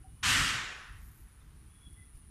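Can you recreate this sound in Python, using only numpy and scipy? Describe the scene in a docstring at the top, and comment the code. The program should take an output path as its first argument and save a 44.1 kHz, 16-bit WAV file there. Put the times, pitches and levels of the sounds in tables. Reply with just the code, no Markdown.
"""A cicada-like insect buzzes near 10 kHz outdoors on grass, over leaf hiss and the rumble of far traffic.
A valve somewhere near then lets out compressed air: noise that opens at once and sags, treble first.
Far birds peep as short wavering tones. Dragged grass is a rain of tiny random clicks, and its snaps are
short fading noises. Wind buffets on the microphone are swells of low noise."""
import sys
import numpy as np
from scipy import signal
from scipy.fft import rfft, irfft, next_fast_len
from scipy.io import wavfile
from scipy.ndimage import uniform_filter1d, map_coordinates

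SR = 44100
rng = np.random.default_rng(int(sys.argv[2]) if len(sys.argv) > 2 else 0)


def volts_from_decibels(level):
    """Turn decibel levels (scalar or array-like) into linear amplitude factors."""
    exponent = np.asarray(level, float) / 20
    return 10 ** exponent


def dump_mix(stems):
    """Bounce the given channels to the path in sys.argv[1] as a 16-bit WAV at rate SR."""
    frames = np.atleast_2d(stems).T  # one column per channel
    limited = np.clip(frames, -1, 1)  # hard clip at full scale
    pcm = np.round(limited * 32767).astype(np.int16)
    wavfile.write(sys.argv[1], SR, pcm)


N = 101429  # length in samples

# Air pressure behind the burst; only its fall below the peak is used: start_s, level_db
AIR_PRESSURE = [(.226, -47), (.232, -37.5), (.24, -33.5), (.27, -31.5), (.3, -30.5), (.4, -32.5),
                (.5, -35.5), (.6, -40.5), (.72, -47), (.85, -53.5), (.95, -59.5), (1.05, -70), (1.2, -76)]
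# Colour of the air jet at full pressure: pitch_hz, level_db (per Hz, relative)
JET_COLOUR = [(410, -49), (700, -21), (1000, -10), (1300, -4), (1500, -4.5), (1800, -3), (2100, -6),
              (2740, -5), (3400, -7), (4260, -11), (8630, -14), (11000, -22), (14300, -33)]
# How a band falls as pressure is lost: pitch_hz, fall_db_per_db, extra_fall_db_per_db_squared
PRESSURE_RESPONSE = [(800, .9, .001), (1400, .97, .001), (2000, .97, .001), (3000, 1.15, .004),
                     (6500, 1.15, .011), (7900, 1.2, .015), (8700, 1.6, .038), (13000, 1.8, .035)]
# Narrow bands of the jet lifted by echoes of it nearby: pitch_hz, width_hz, lift_db
JET_ECHO_PEAKS = [(1309, 20, 5), (1517, 20, 8), (1836, 30, 4), (1919, 20, 4), (2449, 30, 4), (2719, 20, 4),
                  (2929, 15, 3), (3257, 15, 5)]
# Low roar of the outflow: start_s, low_level_db (40-330 Hz), mid_level_db (400-750 Hz)
ROAR_LEVELS = [(.226, -48, -72), (.258, -41, -57), (.344, -37, -53), (.42, -39, -55), (.53, -47, -57),
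               (.72, -60, -59), (.812, -68, -66), (.9, -80, -80)]
# Colours of the two parts of the roar: pitch_hz, level_db (relative)
ROAR_LOW_COLOUR = [(18, -33), (30, -3), (103, 0), (216, -11), (271, -9), (350, -17), (460, -47),
                   (770, -120)]
ROAR_MID_COLOUR = [(210, -36), (350, -5), (450, -4), (576, -8), (750, -4), (900, -30), (1760, -120)]
# The near insect's buzz: start_s, level_db, pulse_rate_hz
INSECT_BUZZ = [(0, -70.5, 165), (.2, -70, 172), (.73, -72, 146), (1.1, -70, 144), (1.4, -68.5, 143.5),
               (1.415, -76, 143.5), (1.555, -95, 143), (1.57, -71.5, 130), (1.75, -68, 143.2),
               (2.0, -64, 143.2), (2.3, -68.5, 156)]
# Colour of the far insects: pitch_hz, level_db (relative)
CHORUS_COLOUR = [(8000, -40), (8500, -4), (9000, 7.5), (10000, 8), (10700, -26), (11300, -40)]
# Loudness of the far insects: start_s, level_db
CHORUS_LEVELS = [(0, -71), (.25, -72), (.7, -80), (1.4, -80), (1.5, -74), (1.9, -70), (2.3, -70)]
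# Far bird peeps: start_s, length_s, pitch_hz, level_db (before a shared 5 dB lift), waver_hz
BIRD_PEEPS = [(.036, 0.041, 760, -63, 4), (.066, .04, 760, -74, 5), (.03, .21, 2950, -84, 12),
              (1.405, .03, 3550, -78, 60), (1.68, .42, 3375, -77, 15), (1.79, .11, 3390, -75, 25),
              (1.85, .04, 3360, -65, 10), (1.96, .09, 2006, -69, 15), (2.06, .035, 2005, -74, 15),
              (2.22, .025, 2750, -80, 150)]
# Grass being dragged over: start_s, level_db
DRAG_LEVELS = [(0.98, -80), (0.996, -79.5), (1.03, -66.5), (1.084, -64.5), (1.102, -68), (1.204, -66.5),
               (1.32, -90)]
# Colour of the dragged grass: pitch_hz, level_db (relative)
DRAG_COLOUR = [(3000, -24), (7000, -9), (10500, -15), (12000, 1), (14000, -2), (16000, -15)]
# Single stems snapping: start_s, level_db (before a shared 7 dB cut)
STEM_SNAPS = [(0.664, -54), (1.0178, -57), (1.1896, -61), (1.689, -57), (1.932, -51), (2.055, -57)]
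# Colour of the snaps: pitch_hz, level_db (relative)
SNAP_COLOUR = [(1500, -20), (4000, -6), (8000, 4), (13000, 1), (16000, -1)]
# Colour of the far traffic: pitch_hz, level_db (relative)
RUMBLE_COLOUR = [(12, -43), (20, -12), (30, -2), (59, 0), (76, -5), (107, -6), (161, -13), (250, -19),
                 (321, -22), (450, -35), (580, -65), (990, -120)]
# Wind buffets on the microphone: start_s, length_s, level_db (at the top of the swell)
WIND_BUFFETS = [(.1, .12, -55), (.9, .19, -47), (1.85, .1, -56), (2.13, .07, -48)]
# Colour of the buffets: pitch_hz, level_db (relative)
BUFFET_COLOUR = [(12, -30), (25, -4), (50, 0), (80, -6), (140, -20), (250, -50)]
# Colour of the leaf hiss: pitch_hz, level_db (per Hz, relative)
LEAF_COLOUR = [(210, -37), (350, -14), (420, -4), (500, -11), (700, -10), (1200, -5), (2000, -9),
               (3000, -12), (5000, -17), (7900, -18), (11000, -17), (14500, -19)]
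# Loudness of the leaf hiss: start_s, level_db
LEAF_LEVELS = [(0, -70.5), (.9, -68.5), (1.6, -68.5), (1.9, -70), (2.3, -70.5)]

OPEN_S, OPENING_S = .226, .006  # when the valve opens, and how long it takes
JET_DB = -25.8  # jet level before the pressure falls
PULSE_TOP_HZ, PULSE_DROP_HZ, PULSE_S = 10600, 1400, .0047  # start pitch, slide down, length
PULSE_JITTER = .03  # timing scatter, as a share of the gap between pulses
PULSE_SCATTER_DB, PULSE_RASP = 1.8, .35  # uneven pulse levels, roughness within a pulse
WAVER_PER_S, FLUTTER_PER_S, FLUTTER = 80, 150, .4  # speed of pitch and level changes, flutter depth
DRAG_GRAINS_PER_S, DRAG_SIZES_DB = 2800, 1
SNAP_FADE_S = .002


def unit(x):
    """Scales a sound to an rms of 1."""
    return x / np.sqrt(np.mean(x ** 2) + 1e-20)


def along(points, hz):
    """Reads a (Hz, value) curve with pitch on a log axis."""
    f, v = np.transpose(points)
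    return np.interp(np.log(hz + 1), np.log(f + 1), v)


def curves(rows):
    """Gives one value per sample for each column after the time."""
    s, *cols = np.transpose(rows)
    return [np.interp(np.arange(N) / SR, s, c) for c in cols]


def wobble(rate):
    """A smooth random curve through rate knots a second."""
    knots = rng.standard_normal(500)
    return map_coordinates(knots, [np.arange(N) * rate / SR])


def filtered(x, response):
    """Multiplies each frequency in a sound by a gain."""
    m = next_fast_len(N + 8192)
    gain = response(np.fft.rfftfreq(m, 1 / SR))
    return irfft(rfft(x, m) * gain, m)[..., :N]


def rush(colour, patchy_db):
    """Coloured noise of rms 1, with random louder and softer patches in time and pitch."""
    z = signal.stft(rng.standard_normal(N), nperseg=512)[2]
    field = uniform_filter1d(rng.standard_normal(z.shape), size=5, axis=0)
    field = uniform_filter1d(field, size=8, axis=1)
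    noise = signal.istft(z * volts_from_decibels(patchy_db * unit(field)), nperseg=512)[1][:N]
    return unit(filtered(noise, lambda hz: volts_from_decibels(along(colour, hz))))


def jet_echo_peaks(hz):
    """Echoes of the jet nearby lift a few narrow bands of it."""
    return volts_from_decibels(sum(db / (1 + (2 * (hz - c) / w) ** 2) for c, w, db in JET_ECHO_PEAKS))


def jet():
    """Turbulent air: every band weakens with the one pressure, the higher the steeper."""
    pressure_db = curves(AIR_PRESSURE)[0]
    lost_db = pressure_db.max() - pressure_db
    full = unit(filtered(rush(JET_COLOUR, patchy_db=1.2), jet_echo_peaks))
    pitch_hz, fall, extra_fall = np.transpose(PRESSURE_RESPONSE)
    out = np.zeros(N)
    for sixth in np.arange(48, 88):  # overlapping bands, a sixth of an octave apart
        band = filtered(full, lambda hz: np.clip(1 - abs(6 * np.log2(hz + 1) - sixth), 0, 1))
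        center_hz = 2 ** (sixth / 6)
        k = along(np.c_[pitch_hz, fall], center_hz)
        q = along(np.c_[pitch_hz, extra_fall], center_hz)
        out += band * volts_from_decibels(-k * lost_db - q * lost_db ** 2)
    # a last fade to silence after the final pressure point
    fade = np.clip((AIR_PRESSURE[-1][0] + 0.36 - np.arange(N) / SR) / 0.26, 0, 1)
    return volts_from_decibels(JET_DB) * fade * out


def roar():
    """The outflow's low roar: two bands of noise, each with its own level curve."""
    ending = [(ROAR_LEVELS[-1][0] + .1, -90, -100)]
    low_db, mid_db = curves(list(ROAR_LEVELS) + ending)
    low = volts_from_decibels(low_db) * rush(ROAR_LOW_COLOUR, patchy_db=1.2)
    mid = volts_from_decibels(mid_db) * rush(ROAR_MID_COLOUR, patchy_db=1.2)
    return low + mid


def air_burst():
    """The valve opens within milliseconds and lets out the jet and its roar."""
    opening = np.clip((np.arange(N) / SR - OPEN_S) / OPENING_S, 0, 1)
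    return opening * (jet() + roar())


def insect():
    """A train of short raspy pulses, each sliding down in pitch."""
    level_db, rate = curves(INSECT_BUZZ)
    starts = np.flatnonzero(np.diff(np.floor(np.cumsum(rate) / SR)))
    pitch_draw, level_draw, time_draw = rng.standard_normal((3, len(starts)))
    t = np.arange(300) / SR
    u = np.clip(t / PULSE_S, 0, 1)  # progress through one pulse
    cycles = (PULSE_TOP_HZ + 50 * pitch_draw[:, None]) * t - PULSE_DROP_HZ * t * u / 2
    rasp = unit(uniform_filter1d(rng.standard_normal((len(starts), len(t))), size=40, axis=1))
    pulses = np.sin(np.pi * u) ** 2 * np.sin(2 * np.pi * cycles) * (1 + PULSE_RASP * rasp)
    pulses = pulses * volts_from_decibels(PULSE_SCATTER_DB * level_draw[:, None])
    at = (starts + PULSE_JITTER * SR / rate[starts] * time_draw).astype(int).clip(0)
    places = at[:, None] + np.arange(len(t))
    train = np.bincount(places.ravel(), pulses.ravel(), N + 600)[:N]
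    return volts_from_decibels(level_db) * unit(train)


def far_insects():
    """Many far insects blend into a narrow band of noise."""
    return volts_from_decibels(curves(CHORUS_LEVELS)[0]) * rush(CHORUS_COLOUR, patchy_db=1)


def birds():
    """Each peep is a wavering, fluttering tone under a soft swell."""
    t, out = np.arange(N) / SR, np.zeros(N)
    for s, length, hz, db, waver_hz in BIRD_PEEPS:
        phase = 2 * np.pi * np.cumsum(hz + waver_hz * wobble(WAVER_PER_S)) / SR
        swell = np.sin(np.pi * np.clip((t - s) / length, 0, 1)) ** .6
        flutter = 1 + FLUTTER * wobble(FLUTTER_PER_S)
        out += volts_from_decibels(db + 5) * flutter * swell * np.sin(phase)
    return out


def dragged_grass():
    """A body drags over the blades, making dense tiny grains of random size."""
    before = [(DRAG_LEVELS[0][0] - .03, -110)]
    after = [(DRAG_LEVELS[-1][0] + .05, -110)]
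    level_db = curves(before + list(DRAG_LEVELS) + after)[0]
    hits = (rng.random(N) < DRAG_GRAINS_PER_S / SR) * rng.standard_normal(N)
    hits = hits * volts_from_decibels(DRAG_SIZES_DB * rng.exponential(size=N))
    return volts_from_decibels(level_db) * unit(filtered(hits, lambda hz: volts_from_decibels(along(DRAG_COLOUR, hz))))


def stem_snaps():
    """Each snapping stem is bright noise that starts at once and dies away."""
    t, level = np.arange(N) / SR, np.zeros(N)
    for s, db in STEM_SNAPS:
        level += volts_from_decibels(db - 7) * (t >= s) * np.exp(-np.clip(t - s, 0, 1) / SNAP_FADE_S)
    return level * rush(SNAP_COLOUR, patchy_db=1)


def wind():
    """Wind buffets the microphone: low noise that swells and sinks."""
    t, level = np.arange(N) / SR, np.zeros(N)
    for s, length, db in WIND_BUFFETS:
        level += volts_from_decibels(db) * np.sin(np.pi * np.clip((t - s) / length, 0, 1))
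    return level * rush(BUFFET_COLOUR, patchy_db=1)


def traffic():
    """Far traffic is low noise whose level drifts a little around -54 dB."""
    return volts_from_decibels(-54 + 1.2 * wobble(8.96)) * rush(RUMBLE_COLOUR, patchy_db=2.0)


def leaves():
    """Leaves give a soft, wide hiss of noise."""
    return volts_from_decibels(curves(LEAF_LEVELS)[0]) * rush(LEAF_COLOUR, patchy_db=-1.0)


def scene():
    """All sources added together at one microphone."""
    near = air_burst() + insect() + dragged_grass() + stem_snaps()
    far = far_insects() + birds() + wind() + traffic() + leaves()
    return (near + far)[None]


def low_pass(x):
    """Removes everything above the highest recorded frequency."""
    return signal.sosfilt(signal.butter(12, 14770, fs=SR, output="sos"), x)


def record(dry):
    """The camera's band limit removes everything from 14320 Hz up."""
    mix = filtered(dry, lambda hz: hz < 14320)
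    return low_pass(mix)


dry = scene()
out = record(dry)
dump_mix(out)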